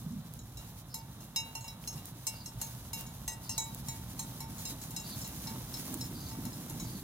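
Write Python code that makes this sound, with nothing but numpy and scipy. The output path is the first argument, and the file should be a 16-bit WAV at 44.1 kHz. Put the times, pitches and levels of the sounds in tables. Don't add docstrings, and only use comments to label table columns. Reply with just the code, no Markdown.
import sys
import numpy as np
from scipy import signal
from scipy.fft import rfft, irfft, next_fast_len
from scipy.io import wavfile
from scipy.ndimage import map_coordinates

SR = 44100
rng = np.random.default_rng(int(sys.argv[2]) if len(sys.argv) > 2 else 0)


def to_wav(sig):
    pcm = np.clip(np.atleast_2d(sig), -1, 1) * 32767
    pcm = np.round(pcm).astype(np.int16)
    wavfile.write(sys.argv[1], SR, pcm.T)


N = 310023


def amp(db):
    return 10 ** (np.asarray(db) / 20)


def unit(x):
    return x / np.sqrt(np.mean(x ** 2) + 1e-20)


def along(points, hz):
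    f, v = np.transpose(points)
    return np.interp(np.log(hz + 1), np.log(f + 1), v)


def wobble(knots_per_s):
    knots = rng.standard_normal(int(N * knots_per_s / SR) + 4)
    return map_coordinates(knots, [np.arange(N) * knots_per_s / SR])


def filtered(x, response):
    m = next_fast_len(N + 8192)
    return irfft(rfft(x, m) * response(np.fft.rfftfreq(m, 1 / SR)), m)[..., :N]


def add(out, start_s, sound):
    part = out[:, round(start_s * SR):][:, :sound.shape[-1]]
    part += sound[..., :part.shape[1]]


# (start [s], length [s], level [dB], lowest and highest pitch before droop and waver [Hz])
TRILLS = [(0.887, 0.14, -58, 3970, 5400), (2.328, 0.115, -53, 3940, 5030), (3.432, 0.15, -52, 3590, 4980),
          (5.033, 0.14, -50.5, 3480, 4770), (6.137, 0.17, -52.5, 3620, 4860),
          (6.829, 0.18, -55.5, 3590, 4830)]


def bird():
    out, uneven, waver = np.zeros((2, N)), wobble(70), wobble(60)
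    for start_s, length_s, db, low_hz, high_hz in TRILLS:
        t = np.arange(round(length_s * SR)) / SR
        first = round(start_s * SR)
        here = slice(first, first + len(t))
        arch = np.sin(np.pi * 81 * t) ** 2
        loudness = (.2 + arch) * amp(3 * uneven[here])
        droop = 1 - 0.07 * (t / length_s) ** 3
        pitch_hz = (low_hz + (high_hz - low_hz) * arch) * droop * (1 + 0.02 * waver[here])
        fade = np.clip(t / 0.014, 0, 1) * np.clip((length_s - t) / 0.0051, 0, 1)
        whistle = np.sin(2 * np.pi * np.cumsum(pitch_hz) / SR)
        add(out, start_s, amp(db) * fade * loudness * whistle)
    t = np.arange(SR // 8) / SR
    leaves = rng.standard_normal((2, len(t))) * amp(-60 * t / .14)
    leaves /= np.linalg.norm(leaves[0])
    return out + 0.65 * signal.fftconvolve(out, leaves, axes=1)[:, :N]


# (frequency [Hz], correlation [-1 to 1])
ALIKE = [(130, 1), (290, 0.98), (640, 0.88), (1400, 1), (3100, 0.41), (15000, -0.031)]


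def trample(spectrum, contacts_per_s, spread_db, noise_rms):
    chance, size = rng.random((2, 2, N))
    size_db = -spread_db * np.log(1 - size + .02)
    contacts = (chance < contacts_per_s / SR) * amp(size_db) * rng.standard_normal((2, N))
    pair = unit(contacts) + noise_rms * rng.standard_normal((2, N))
    low_end = [(1, -120), (spectrum[0][0] / 2, -90)]
    closed = low_end + list(spectrum) + [(spectrum[-1][0] * 2, -90)]

    def mid_side(hz):
        turn = np.arccos(np.clip(along(ALIKE, hz), -1, 1)) / 2
        return amp(along(closed, hz)) * [np.cos(turn), np.sin(turn)]

    mid, side = filtered(pair, mid_side)
    return unit(np.array([mid + side, mid - side]))


# (frequency [Hz], relative density [dB per Hz])
DEEP_SPECTRUM = [(22, -38), (33, -14), (54, -1), (81, -7), (124, 3), (150, -6.5), (200, -16)]
NEAR_SPECTRUM = [(110, -46), (150, 1.5), (190, -1), (240, -4), (310, -32)]
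HARD_SPECTRUM = [(190, -23), (250, -1.5), (300, -4), (400, -14.5), (550, -36)]
SCUFF_SPECTRUM = [(250, -34), (420, -1), (800, 1), (1100, -1.5), (1600, -7.5), (2400, -14.5), (4000, -6)]
GRASS_SPECTRUM = [(1500, -8), (2500, -7.5), (4000, -4), (6500, 0), (8500, -5), (9800, 1.5), (11600, -2),
                  (14000, 2.5), (15800, -5.5)]
# (time [s], deep drumming [dB], near drumming [dB], rustle [dB])
FLOCK = [(0.0, -50, -48.5, -61.5), (0.21, -53, -57, -60.5), (0.45, -51, -55.5, -65.5),
         (0.96, -54.5, -55.5, -64), (1.21, -54.5, -53.5, -61.5), (1.66, -53.5, -57, -61),
         (2.06, -54.5, -54.5, -61), (2.56, -51, -53.5, -60.5), (2.64, -50.5, -55, -58.5),
         (3.37, -51.5, -53, -58.5), (3.74, -52.5, -49, -59), (4.01, -50, -50.5, -58),
         (5.4, -50.5, -48, -55), (5.7, -50, -46, -52.5), (6.32, -49, -43, -56.5), (6.62, -54, -44, -55),
         (6.83, -50, -47, -59), (7.03, -51, -45, -59.5)]
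# (middle [s], half length [s],
# swell of drumming [dB], of knocks on hard soil [dB], of rustle [dB])
BUNCHES = [(0.17, 0.093, 14.5, 3, -3), (0.646, 0.055, 3, 2.5, 4), (1.975, 0.056, 3, 7, 2),
           (2.784, 0.023, 5.5, 1.5, -1), (3.008, 0.041, 5.5, 2.1, 7), (4.06, .06, 4, 3, 0),
           (4.27, 0.088, 0, 4, -2), (4.496, .05, 4, 4.3, -1.5), (4.72, 0.019, 1.5, 4.4, 3),
           (5.515, 0.045, -3, 9.3, -1.5), (5.943, 0.082, 1, 6.6, 2), (6.464, 0.03, 10, 6.3, 3.5),
           (6.768, 0.1, 6, 6, 4.5), (6.97, 0.022, 2, 6.6, 2)]


def flock():
    time_s, *columns = np.transpose(FLOCK)
    t = np.arange(N) / SR
    deep_db, drum_db, rustle_db = [np.interp(t, time_s, c) - np.mean(c) for c in columns]
    close_db, knock_db, brush_db = sum(
        np.outer(swell_db, np.exp(-((t - middle_s) / half_s) ** 2))
        for middle_s, half_s, *swell_db in BUNCHES)
    steps = wobble(9)

    deep_level = -49 + 1.26 * deep_db + 1.4 * wobble(6.17) + 0.41 * wobble(49)
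    near_level = -52.5 + 0.71 * drum_db + close_db + 1.33 * wobble(10)
    hard_level = -58.5 + 1.04 * drum_db + knock_db + 0.98 * wobble(14)
    scuff_level = -58 + 0.55 * rustle_db + 0.21 * knock_db + 0.55 * brush_db + 0.64 * steps
    grass_level = -53.5 + 1.03 * rustle_db + brush_db + 1.9 * steps + 2.13 * wobble(30)

    deep = amp(deep_level) * trample(DEEP_SPECTRUM, 300, spread_db=1.5, noise_rms=1.4)
    near = amp(near_level) * trample(NEAR_SPECTRUM, 150, spread_db=2.5, noise_rms=1.45)
    hard = amp(hard_level) * trample(HARD_SPECTRUM, 150, spread_db=2.5, noise_rms=0.92)
    scuff = amp(scuff_level) * trample(SCUFF_SPECTRUM, 500, spread_db=4.0, noise_rms=1.58)
    grass = amp(grass_level) * trample(GRASS_SPECTRUM, 1500, spread_db=1.5, noise_rms=1.57)
    return deep + near + hard + scuff + grass


# (time [s], level [dB], pitch [Hz])
THUDS = [(0.066, -37, 173), (0.311, -47, 119), (0.884, -42.5, 123), (1.097, -45, 129), (1.347, -45, 150),
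         (1.412, -39.5, 127), (1.609, -44, 125.8), (1.718, -40, 120), (1.819, -42, 126), (1.857, -42, 131),
         (1.958, -37.5, 145), (2.124, -42, 123), (2.575, -40, 127), (2.736, -48, 121), (2.943, -44.5, 125),
         (3.281, -40, 147), (3.502, -44, 95), (3.81, -41, 132), (3.883, -38, 138.5), (4.392, -49, 96),
         (4.696, -41, 122), (5.162, -34.5, 119), (5.454, -41, 135), (5.512, -36, 212), (5.92, -34, 257),
         (6.131, -36, 142), (6.389, -33.5, 282), (6.468, -38, 250), (6.554, -40, 133), (6.721, -35, 136),
         (6.952, -31.5, 187)]


def thuds():
    out, t = np.zeros((2, N)), np.arange(SR // 20) / SR
    for time_s, db, hz in THUDS:
        rise_s = 0.89 / hz
        envelope = (t / rise_s) * np.exp(1 - t / rise_s)
        add(out, time_s - .003, amp(db) * envelope * np.sin(2 * np.pi * hz * t))
    return out


# (time [s], level before filtering [dB],
# dull body relative to the crack, before filtering [dB], left-right [dB])
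SNAPS = [(0.3383, -24, -28, -4), (1.1822, -47, -19, -2.5), (1.6906, -35, -21, -1.0),
         (1.8402, -43.5, 15.5, -4.5), (1.9854, -45, -23, -2.0), (2.0153, -49, -19, -1.5),
         (2.056, -21, -24, -1.5), (3.01, -21, -24, -1.0), (3.1188, -48, -20, 5), (3.3797, -44, -24, -0.5),
         (3.7244, -44, -22, -1.5), (3.7474, -19, -27, -0.5), (3.8591, -53, -11, -2),
         (4.0138, -41, -23, -1.0), (4.1234, -51, -16, -2.5), (4.142, -46, -22, -7),
         (4.6254, -27, -20, -2.0), (4.8788, -39, -21, -4), (5.0669, -46, -17, -1.5),
         (5.2777, -18, -13.5, -1.5), (5.4096, -44, -22, -5), (5.4605, -41, -21, -1.5),
         (5.7748, -44, -22, -2.0), (5.9004, -36, -15, -2.0), (5.9422, -16.5, -22, -16),
         (5.9468, -22, -29, -3), (5.9735, -27, -12, -1.5), (6.4526, -22, -21, 14), (6.5655, -41, -19, -1.5),
         (6.663, -27, -20, -2.0)]


def snaps():
    bright, dull, t = np.zeros((2, N)), np.zeros((2, N)), np.arange(SR // 30) / SR
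    shape = amp(-60 * t / .004) + .12 * amp(-60 * t / .03)
    for time_s, db, dull_db, pan_db in SNAPS:
        shared, own = rng.standard_normal(len(t)), rng.standard_normal((2, len(t)))
        crack = shape * (shared + .5 * own)
        side_db = db + np.array([[pan_db], [-pan_db]]) / 2
        crack = amp(side_db) * crack / np.abs(crack).max()
        add(bright, time_s, crack)
        add(dull, time_s, amp(dull_db) * crack)
    treble = lambda hz: (1j * hz / (5000 + 1j * hz)) ** 4
    body = lambda hz: 1j * hz * 3000 / (2500 ** 2 - hz * hz + 1j * hz * 3000)
    return filtered(bright, treble) + filtered(dull, body)


# (response of each of the eight shell modes [dB] x 8, push on each of the five patches [dB] x 5)
PLACES = [(-14, -13, -30.0, -17.5, -13, -3.5, -8, -5, -37.0, -11, -23.0, 3.5, -17),
          (-15.5, -34, -49, -12, -34, -10, -18, -4.5, -1.5, -51, -37.0, -19, -20),
          (-7.5, -25, -11, -6.5, -18, -10, -6, -3, -32, -1.0, -23, -40.0, -8),
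          (-4.0, -17, -19, -31, -5.5, -2, 4, 1.5, -18.0, -38, -8.5, -13, -44),
          (-13.5, -45, -24, -19.5, -23, -9.0, -28, -14.0, -7, -14, -36, -20, 0),
          (-21, -29.5, -25.0, -10, -3.5, -19, 2.5, -8, -30, -49, -6.0, -8, -45),
          (-9.5, -27, -24, -38, -13.5, 2, -23, -11, -40.0, 1, 4, -13, -23.0),
          (-7, -55, -11, -33.0, -3.5, -7, -40.0, -1, -4, -5.5, 4, -40.0, -40.0)]


def push(db, place, weight_db):
    k, share = int(place // 1), place % 1
    here, beyond = amp(PLACES[k % len(PLACES)]), amp(PLACES[(k + 1) % len(PLACES)])
    pattern = (1 - share) * here + share * beyond
    is_deep = np.arange(len(pattern)) < 4
    return amp(db + weight_db * is_deep) * pattern


# (frequency [Hz], free t60 [s])
SHELL = [(902, .68), (1933, .36), (2237, .5), (2767, .4), (3898, .33), (4159, .12), (5251, .14),
         (5459, .16)]
# (frequency [Hz], free t60 [s], level for a blow on each of five wall patches [dB] x 5)
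HIGH_MODES = [(6010, 0.11, -34, -40, -40, -19, -21), (6285, 0.12, -40, -3, -23, 0, -18),
              (6390, 0.13, 0, -14, -40, -40, -40), (6543, 0.18, -25, -29, -23, -31, -14),
              (6745, 0.16, -40, -23, 0, -40, -40), (7138, 0.14, -17, -5, -40, -11, 0),
              (7531, 0.12, -40, -3, -24, -7, -40), (7870, 0.08, -40, 0, -28, -11, -21),
              (8492, 0.1, -34, -40, -40, 0, -40), (8720, 0.1, -40, -6, -40, -16, -10),
              (9071, 0.1, -20, -6, -40, -40, -15), (9730, 0.1, -40, -40, -23, -28, -16),
              (10549, 0.1, -17, -26, -40, -38, -3), (10656, 0.1, -13, -40, -26, -15, -14),
              (10990, 0.1, -21, -17, -32, -17, -10), (11569, 0.1, -19, -40, -40, -10, -6),
              (12500, 0.1, -37, -12, -40, -40, -6), (12758, 0.1, -40, -25, -40, -26, 0),
              (12968, 0.1, -40, -22, -16, -40, -9), (13375, 0.1, -35, -22, -21, -14, -16),
              (13740, 0.1, -40, -40, -28, -38, -10), (14287, 0.1, -40, -13, -33, -40, -10)]
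# (frequency [Hz], t60 [s], level [dB])
HOLLOW = [(765, 0.14, -8), (1059, 0.092, -4.5)]
# (time heard [s], strength [dB], place round the wall [0-8],
# weight added to the deep modes [dB], share of the free ringing time that the fleece leaves [ratio])
BLOWS = [(0.12, -56, 1.3, -10, 0.64), (0.39, -56, 6.8, -14, 0.57), (0.5709, -48.5, 4.6, 1, 1),
         (0.9419, -40.5, 3.77, -0.5, 0.87), (1.2048, -54, 0.83, 2, 0.9), (1.3604, -31, 4.83, 3.0, 0.97),
         (1.552, -37, 1.06, 5.5, 0.68), (1.6077, -57.0, 6.0, -15.0, 0.9), (1.642, -52.5, 5.4, 13, 0.9),
         (1.6797, -44, 3.45, -7, 0.6), (1.8745, -34.5, 1.06, -9.5, 0.75), (1.9266, -49.5, 1.3, -21.0, 0.9),
         (1.975, -53.5, 4.6, 6, 0.82), (2.2678, -35.5, 2.0, -9.0, 1), (2.4588, -41.5, 0.72, -4, 0.83),
         (2.6146, -38, 4.0, -0.5, 0.9), (2.932, -38, 4.47, 4, 1), (3.064, -57, 7.0, -3, 1),
         (3.2782, -39.5, 0.078, 6.5, 0.86), (3.493, -35, 0.8, -0.5, 1), (3.5789, -34.5, 7.33, -1, 0.98),
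         (3.8843, -43, 7.55, 4, 0.82), (4.1925, -42.5, 6.0, 2.5, 0.88), (4.404, -44, 3.61, 5.5, 0.9),
         (4.5816, -56, 6.2, 2, 0.9), (4.6524, -41.5, 5.4, 2.5, 1), (4.8155, -53, 6.5, -8, 1),
         (4.9065, -50, 4.1, 3, 0.7), (4.9633, -38.5, 5.32, -1, 0.85), (5.2143, -46.5, 2.3, -21.0, 0.8),
         (5.245, -49.5, 5.6, 5, 0.94), (5.4696, -44, 2.8, 1.5, 0.79), (5.74, -42.5, 2.57, -8.5, 0.75),
         (6.0098, -42, 2.7, -10, 0.75), (6.205, -52.0, 0.98, -6, 0.9), (6.284, -57.5, 7.0, -3, 0.9),
         (6.311, -56.5, 2.8, 9, 1), (6.4533, -46.5, 3.73, 5, 0.55), (6.529, -51.5, 2.5, -24, 0.61),
         (6.697, -47.5, 4.0, 2, 0.84), (6.7983, -47.5, 7.1, -1.5, 0.93)]
# (time [s], speed towards the listener [m/s])
APPROACH = [(0, .86), (1.9, .86), (3.2, 0), (4.3, -.5), (5.3, -1.2), (7, -1.2)]


def bell():
    sway_peak_db, sway_hz, sound_m_per_s = 2, 9, 343
    out, t = np.zeros((2, N + SR // 10)), np.arange(SR // 2) / SR
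    hz, t60_s = np.transpose(list(SHELL) + [mode[:2] for mode in HIGH_MODES])
    patch_gain = amp(np.array(HIGH_MODES)[:, 2:])
    onset = 1 - np.exp(-t / 0.00066)
    ringing = amp(-60 * t / t60_s[:, None]) * onset * np.exp(2j * np.pi * hz[:, None] * t)
    knock = sum(amp(db - 60 * t / life_s) * np.sin(2 * np.pi * f * t) for f, life_s, db in HOLLOW)
    fickle = np.clip(hz / 6000, 0, 1)
    heard_s = np.arange(N) / SR
    speed = np.interp(heard_s, *np.transpose(APPROACH))
    sent_s = np.cumsum(1 + speed / sound_m_per_s) / SR
    coarse_t = t[::64]
    short = t[:SR // 6]
    clack_decay = amp(-60 * short / 0.029) + 0.43 * amp(-60 * short / 0.23)

    for time_s, *blow, free in BLOWS:
        phase, pace = rng.uniform(size=(2, len(hz), 1))
        sway_db = sway_peak_db * np.sin(2 * np.pi * (phase + sway_hz * (.5 + pace) * coarse_t))
        fleece_db = -60 * coarse_t / t60_s[:, None] * (1 / np.clip(free, .2, 2) - 1)
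        modes = np.repeat(amp(sway_db + fleece_db), 64, axis=1)[:, :len(t)] * ringing

        low, patches = np.split(push(*blow), [len(SHELL)])
        size = amp(2.0) * np.r_[low, patch_gain @ patches]
        chance = rng.standard_normal((9, len(hz)))
        turn = .68 * np.sign(chance[1]) + .35 * fickle * chance[2]
        beam = np.exp(np.outer([1, -1], .15 * fickle * chance[0] + 1j * turn))
        start_phase = np.exp(2j * np.pi * rng.random(len(hz)))
        ring = (size * beam * start_phase @ modes).imag + low[0] * knock

        for k, late_s in enumerate(np.cumsum(rng.uniform(.005, .022, size=3))):
            kick = chance[3 + 2 * k] + 1j * chance[4 + 2 * k]
            again = 0.29 * 0.75 ** k * fickle * size * beam * kick
            add(ring, late_s, (again @ modes[:, :SR // 4]).imag)

        noise = signal.lfilter([1, 0, -1], [1], rng.standard_normal((2, len(short))))
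        clack_gain = 0.79 * np.linalg.norm(size[len(SHELL):]) ** 1.274
        add(ring, 0, clack_gain * noise * clack_decay)
        add(out, np.interp(time_s, heard_s, sent_s), ring)
    return np.array([map_coordinates(side, [sent_s * SR]) for side in out])


# (frequency [Hz], left-right [dB])
LEAN = [(60, -1.45), (400, -1.5), (4000, -2.5), (15000, -0.5)]


def scene():
    def lean(hz):
        half_gain = np.log(amp(along(LEAN, hz))) / 2
        half_delay = -1j * np.pi * hz * .0001
        return np.exp(np.outer([1, -1], half_gain + half_delay))

    ground = filtered(flock() + thuds(), lean)
    return bird() + ground + snaps() + bell()


def record(dry):
    return filtered(dry, lambda hz: hz < 15900)


dry = scene()
out = record(dry)
to_wav(out)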